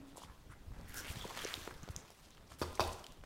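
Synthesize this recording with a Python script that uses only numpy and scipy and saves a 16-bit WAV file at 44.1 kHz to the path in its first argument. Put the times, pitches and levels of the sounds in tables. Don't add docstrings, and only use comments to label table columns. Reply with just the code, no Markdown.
import sys
import numpy as np
from scipy import signal
from scipy.io import wavfile
from scipy.ndimage import uniform_filter1d

SR = 44100
rng = np.random.default_rng(int(sys.argv[2]) if len(sys.argv) > 2 else 0)


def ratio(d):
    e = np.asarray(d, float) / 20
    return 10 ** e


def transcribe(signal):
    frames = np.atleast_2d(signal).T
    limited = np.clip(frames, -1, 1)
    pcm = np.round(limited * 32767).astype(np.int16)
    wavfile.write(sys.argv[1], SR, pcm)


N = 143325


def evened(x):
    return x / np.sqrt(np.mean(x ** 2) + 1e-20)


def read(points, hz):
    f, value = np.transpose(points)
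    return np.interp(np.log(hz + 1), np.log(f + 1), value)


def add(mix, s, sound):
    part = mix[round(s * SR):][:len(sound)]
    part += sound[:len(part)]


def resonate(x, hz, width):
    r = np.exp(-np.pi * width / SR)
    return signal.lfilter([1 - r, 0, -(1 - r) * r], [1, -2 * r * np.cos(2 * np.pi * hz / SR), r * r], x)


def field(db, size, patchy_db, flicker_db):
    frames = 4 * N // size + 5
    hz = np.fft.rfftfreq(size, 1 / SR)[:, None]
    s = np.arange(frames) * size / 4 / SR
    real, imag, patches = rng.standard_normal((frames, len(hz), 3)).T
    patches = uniform_filter1d(patches, size // 64, 0)
    patches = evened(uniform_filter1d(patches, 4096 // size, 1))
    flicker = evened(uniform_filter1d(rng.standard_normal(frames), 3))
    z = (real + 1j * imag) * ratio(db(hz, s) + patchy_db * patches + flicker_db * flicker)
    return evened(signal.istft(z, nperseg=size, noverlap=3 * size // 4)[1][:N])


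def wavelet(db, hz, cycles, grit=0):
    u = np.arange(0, (30 + 2 * cycles) / hz, 1 / SR) * hz
    soft_start = 1 - np.exp(-(u / (.15 + .25 * cycles)) ** 2)
    struck = np.sin(2 * np.pi * u) * soft_start * np.exp(-(u / cycles) ** 1.5)
    rattle = evened(resonate(rng.standard_normal(len(u)), hz, 0.82 * hz))
    rattle = rattle * np.minimum(u, 1) * np.exp(-u / 6)
    return ratio(db) * (struck / abs(struck).max() + grit * rattle)


# (pitch [Hz], t60 [s])
BODY = [(350, .02), (500, .015), (644, .03), (790, .025), (1005, .03), (1090, .02), (1335, .012),
        (2600, .008), (3700, .009), (4750, .007), (5500, .004)]


def ring(drive, strength_db):
    t = np.arange(12000) / SR
    body = np.zeros(len(t))
    for (hz, t60), db in zip(BODY, strength_db):
        body += ratio(db - 60 * t / t60) * np.sin(2 * np.pi * hz * t)
    return signal.oaconvolve(drive, body / np.linalg.norm(body))[:len(drive)]


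BODY_DB = [-10, -14, -6, -9, -3.5, -7, -2.5, -1, -2, 2.5, 4]
# (time [s], push [dB], push pitch [Hz], rattle [dB], thud [dB])
BLOWS = [
    (2.6153, -35, 1300, -47, -34),
    (2.62, -38, 1290, -46, -44),
    (2.7956, -19.5, 886, -42.5, -35),
    (2.8046, -31, 1090, -37.5, -50),
]


def blows():
    track = np.zeros(N)
    t = np.arange(20000) / SR
    rattle_t60, thud_t60, thud_hz, spray_db = 0.055, .25, 80.8, -6
    for s, push_db, hz, rattle_db, thud_db in BLOWS:
        shake = rng.standard_normal(len(t)) * ratio(-60 * t / rattle_t60)
        spray = ratio(spray_db) * resonate(shake, 5100, 6700)
        hit = ratio(rattle_db) * 3 * (ring(shake, BODY_DB) + spray)
        swell = 1 - np.exp(-(t / .012) ** 2)
        hit += ratio(thud_db - 60 * t / thud_t60) * swell * np.sin(2 * np.pi * thud_hz * t)
        add(hit, 0, wavelet(push_db, hz, 0.87))
        add(track, s, hit)
    return track


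SOIL_DB = [-5, -8, 1, 1, -3, -12, -11, -5, -10, -11, -8]
# (start [s], level [dB], t60 [s])
SLIDES = [
    (2.63, -57, 0.99),
    (2.808, -49, 0.55),
]


def soil():
    t = np.arange(N) / SR
    crumbs_per_s, spread_db, fizz_per_s, fizz_db = 250, 6, 45, -5
    size = ratio(spread_db * np.minimum(rng.exponential(1, N), 4)) * rng.choice([-1, 1], N)
    draw = rng.random(N)
    crumbs = size * (draw < crumbs_per_s / SR)
    fine = size * (1 - draw < fizz_per_s / SR)
    flow = np.zeros(N)
    for s, db, t60 in SLIDES:
        flow += ratio(db - 60 * np.maximum(t - s, 0) / t60) * np.clip((t - s) / 0.015, 0, 1)
    puffs = rng.standard_normal(N) * signal.lfilter([1], [1, -.99], abs(fine))
    fizz = ratio(fizz_db) * evened(resonate(puffs, 7700, 9700))
    hiss = evened(resonate(rng.standard_normal(N), 2100, 4200))
    return flow * (evened(ring(crumbs, SOIL_DB)) + hiss + fizz)


# (time [s], peak [dB], pitch [Hz], length [cycles])
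KNOCKS = [(.159, -46.5, 800, 1.2), (.171, -44, 970, 3.1), (.18, -40, 500, 0.57), (0.2185, -43, 970, 1.8),
          (0.235, -44, 1040, 2.8), (.298, -47.5, 1200, 1.2), (.719, -51, 1030, 1),
          (2.103, -47.5, 594, 0.84), (1.244, -40.5, 960, 3.5), (1.252, -34.5, 460, 1.2),
          (1.6762, -30.5, 1060, 0.54), (1.6755, -37.5, 378, 1.26), (1.575, -43, 306, 1.36),
          (1.7102, -35, 1180, 0.55), (2.6295, -31, 1190, 2.2), (2.639, -36, 1000, 2.6),
          (2.623, -28.5, 1160, 2.6), (2.812, -36, 644, 11.4), (2.803, -28, 1040, 5),
          (2.845, -42.5, 780, 10), (2.7955, -28, 358, 1.47), (2.822, -35, 750, 3.5),
          (2.6162, -26.5, 347, 0.92), (2.886, -40, 600, 2), (2.906, -39, 690, 2.3), (3.237, -46, 470, 1),
          (2.52, -41.5, 1130, 0.74), (2.859, -33, 417, 1.5)]


def knocks():
    track = np.zeros(N)
    for s, db, hz, cycles in KNOCKS:
        add(track, s, -wavelet(db, hz, cycles, grit=.1))
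    return track


# (time [s], peak [dB], pitch [Hz], length [cycles])
TICKS = [(0.1717, -39.5, 7900, 2), (.187, -50, 7000, 1.5), (.192, -51, 3300, 2), (.2145, -50, 4500, 1.3),
         (.2205, -52, 10000, 1), (.228, -47, 5800, 1.8), (0.812, -46.5, 4500, 0.65), (1.047, -41, 3000, 1),
         (2.079, -54.5, 4300, 2), (2.092, -52, 4030, 2), (2.122, -51, 4000, .7), (2.3485, -48, 2500, 0.44),
         (2.372, -51.5, 3030, 2.2), (2.379, -51.5, 1500, 0.67), (2.756, -39.5, 9000, 1.5),
         (2.776, -44, 2220, 2.7), (2.628, -39, 4640, 3.6), (2.634, -37, 4730, 4.4),
         (2.8045, -29, 3700, 4.4), (2.812, -36, 2570, 6.5), (2.818, -35, 3820, 3), (2.876, -39.5, 4500, 4),
         (2.892, -41, 2900, 3), (2.908, -42, 8000, 1), (3.173, -53, 3500, 1), (3.211, -56, 2850, 3),
         (.237, -46.5, 3300, 4.1), (.247, -51, 2200, 2.1), (1.448, -29, 5970, 3.9),
         (1.5404, -23.5, 3670, 2), (1.8318, -41, 6250, 3.7), (1.889, -37.5, 3020, 0.48),
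         (1.9633, -26.5, 6270, 3.6), (1.963, -36.5, 3760, 1.4), (2.105, -43, 7000, 0.79),
         (2.3062, -47, 6400, 2.5), (2.839, -35.5, 3700, 6.5), (3.0429, -43.5, 3060, 7),
         (3.042, -36.5, 6040, 0.51), (3.0664, -33.5, 4800, 0.7), (3.1222, -42, 6000, 1.1),
         (3.2373, -41, 1210, 0.43)]


def ticks():
    track = np.zeros(N)
    for s, db, hz, cycles in TICKS:
        add(track, s, wavelet(db, hz, cycles, grit=.25))
    return track


# (start [s], length [s], level [dB], resonance [Hz], width [share of resonance])
SCUFFS = [(0.062, 0.071, -70, 3300, .4), (0.063, 0.055, -70, 7500, 0.72), (0.155, 0.05, -59, 6200, 1.4),
          (0.2, 0.065, -61, 4800, 1.4), (.13, 0.15, -66, 3250, .4), (.26, 0.077, -65.5, 1150, .6),
          (0.49, 0.058, -58.5, 1270, 0.53), (0.87, 0.092, -61.5, 1850, 0.37),
          (0.857, 0.091, -63, 9400, 1.9), (.93, 0.086, -49.5, 1517, 0.12), (.93, 0.09, -47, 6400, 5),
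          (.955, .065, -50.5, 5930, 0.25), (1.038, 0.036, -52.5, 2470, 0.37),
          (1.068, 0.053, -50, 2440, 0.5), (1.06, 0.085, -53, 8400, 1.1), (1.15, 0.12, -55, 3360, 0.12),
          (1.294, 0.028, -48, 950, 0.25), (1.358, .2, -50, 1610, 0.82), (1.356, .1, -52, 3200, 0.15),
          (1.4, 0.046, -58, 9100, 1.2), (1.799, 0.13, -63, 1300, 0.21), (2.485, 0.077, -61.5, 3500, 2.3),
          (2.58, 0.067, -53.5, 5500, 2.8), (1.96, .06, -62.5, 6600, .25), (.71, .16, -63, 540, 1.6),
          (3.06, 0.092, -67, 2960, .3), (2.235, 0.033, -64, 3800, 1.1), (2.3, 0.052, -66.5, 3700, 0.34),
          (2.465, 0.022, -70, 4800, 0.56), (1.9, 0.026, -61, 6900, 1.7), (2.495, .045, -60.5, 550, 1.5),
          (.49, 0.052, -71, 8600, 0.49), (2.735, 0.037, -57, 4500, 0.83), (2.92, 0.02, -51.5, 5600, 0.97),
          (2.981, .02, -56.5, 5400, 0.91)]


def scuffs():
    track = np.zeros(N)
    for s, length, db, hz, share in SCUFFS:
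        n = round(length * SR)
        grit = evened(uniform_filter1d(rng.standard_normal(9000), 60))[:n]
        rub = rng.standard_normal(n) * np.exp(.5 * grit)
        rub = resonate(resonate(rub, hz, hz * share), hz, 2 * hz * share)
        stroke = np.sin(np.pi * np.arange(n) / n) ** 1.1
        add(track, s, ratio(db) * stroke * evened(rub))
    return track


# (time [s], cloth level [dB], brightness [dB per octave], sway level [dB])
MOTION = [(0, -67.5, -3, -72), (.22, -68, -3, -61.5), (.42, -70, 1, -62), (.7, -69.5, -1, -55.5),
          (.9, -58, -0.5, -48.5), (1.03, -52, 0.5, -53), (1.2, -49.5, 2, -50.5), (1.31, -50.5, 1.5, -53),
          (1.4, -45.5, 1.5, -57), (1.58, -48.5, 2.5, -58), (1.68, -53, 2, -58.5), (1.76, -59.5, 1.5, -54.5),
          (1.98, -58.5, -0.5, -57.5), (2.2, -63.5, 3, -72), (2.45, -68, -1, -66), (2.8, -67.5, 1, -52.5),
          (3.08, -64, 2.5, -65), (3.25, -73, -2, -60)]
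# (frequency [Hz], density [dB per Hz])
CLOTH = [(150, 5), (600, 3.5), (1500, 2), (3300, -4.5), (6000, -9), (15800, -22.5)]
# (frequency [Hz], density [dB per Hz])
SWAY = [(15, 0.5), (40, -1), (90, -8), (200, -14), (900, -57)]


def clothes():
    s, level, tilt, sway = np.transpose(MOTION)
    t = np.arange(N) / SR

    def hiss_db(hz, u):
        return read(CLOTH, hz) + np.interp(u, s, tilt) * np.log2((hz + 50) / 2500)

    rub = field(hiss_db, size=256, patchy_db=2.0, flicker_db=0.5)
    low = field(lambda hz, u: read(SWAY, hz) + 0 * u, size=1024, patchy_db=1.0, flicker_db=5.0)
    nap = rng.standard_normal(N) * (rng.random(N) < 400 / SR)
    snags = evened(signal.lfilter([1], [1, -.98], abs(nap)))
    rub = evened(rub * (1 + .5 * snags))
    return rub * ratio(np.interp(t, s, level)) + low * ratio(np.interp(t, s, sway))


# (time [s], peak [dB], pitch [Hz], length [cycles])
BUMPS = [(0.286, -51, 61, 2), (0.492, -49, 123, 1.9), (1.151, -48.5, 152, 1.2), (1.167, -39, 134, 0.79),
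         (1.378, -49, 99, 0.72), (1.552, -51, 61, 1), (1.834, -42, 152, 0.48), (1.896, -36, 79, 0.72),
         (3.209, -48.5, 41.7, 1.1), (1.3653, -38.5, 330, 0.52), (1.439, -41.5, 400, 0.79),
         (1.4509, -31, 430, 1.47), (1.878, -41, 450, 0.51), (1.888, -38, 490, 0.46), (2.51, -49, 70, 1.3),
         (1.255, -44, 181, 0.91)]


def bumps():
    track = np.zeros(N)
    for s, db, hz, cycles in BUMPS:
        add(track, s, -wavelet(db, hz, cycles))
    return track


def tub():
    t = np.arange(N) / SR
    hz, db, t60, stop_s = 275, -55.5, 1.2, 0.15
    beat = np.sin(2 * np.pi * hz * t) + .3 * np.sin(2 * np.pi * 1.08 * hz * t + 1)
    hand_db = 720 * np.maximum(t - stop_s, 0)
    return ratio(db - 60 * t / t60 - hand_db) * np.sqrt(2) * beat


# (frequency [Hz], t60 [s])
ROOM = [(100, 0.49), (1000, 0.67), (6000, 0.37), (15000, 0.35)]


def room(x):
    taps = np.zeros(SR)
    at = np.arange(260, SR - 20, 20)
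    taps[at + rng.integers(0, 20, len(at))] = rng.choice([-1., 1.], len(at))
    hz, t, z = signal.stft(taps, SR, nperseg=256)
    decay = ratio(-60 * t / read(ROOM, hz)[:, None])
    tail = signal.istft(z * decay, SR, nperseg=256)[1]
    return signal.fftconvolve(x, tail / np.linalg.norm(tail))[:N]


# (frequency [Hz], density [dB per Hz])
FLOOR = [(12, -33), (20, 0), (181, -8), (1150, -21), (1650, -30.5), (3310, -26), (15800, -36.5)]


def hush():
    return ratio(-63) * field(lambda hz, u: read(FLOOR, hz) + 0 * u, size=2048, patchy_db=2.15, flicker_db=0.8)


def scene():
    crumb_ticks = ticks()
    tick_share = .55
    air = soil() + blows() + knocks() + scuffs() + tick_share * crumb_ticks
    touch = clothes() + bumps() + tub() + (1 - tick_share) * crumb_ticks
    wet_db = -8.5
    return (air + ratio(wet_db) * room(air) + touch + hush())[None]


def band_limit(x):
    return signal.sosfilt(signal.butter(12, 16500, fs=SR, output="sos"), x)


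def record(dry):
    low_pass = signal.firwin(255, 15900, fs=SR)
    mix = signal.oaconvolve(dry, low_pass[None], "same")
    return band_limit(mix)


dry = scene()
out = record(dry)
transcribe(out)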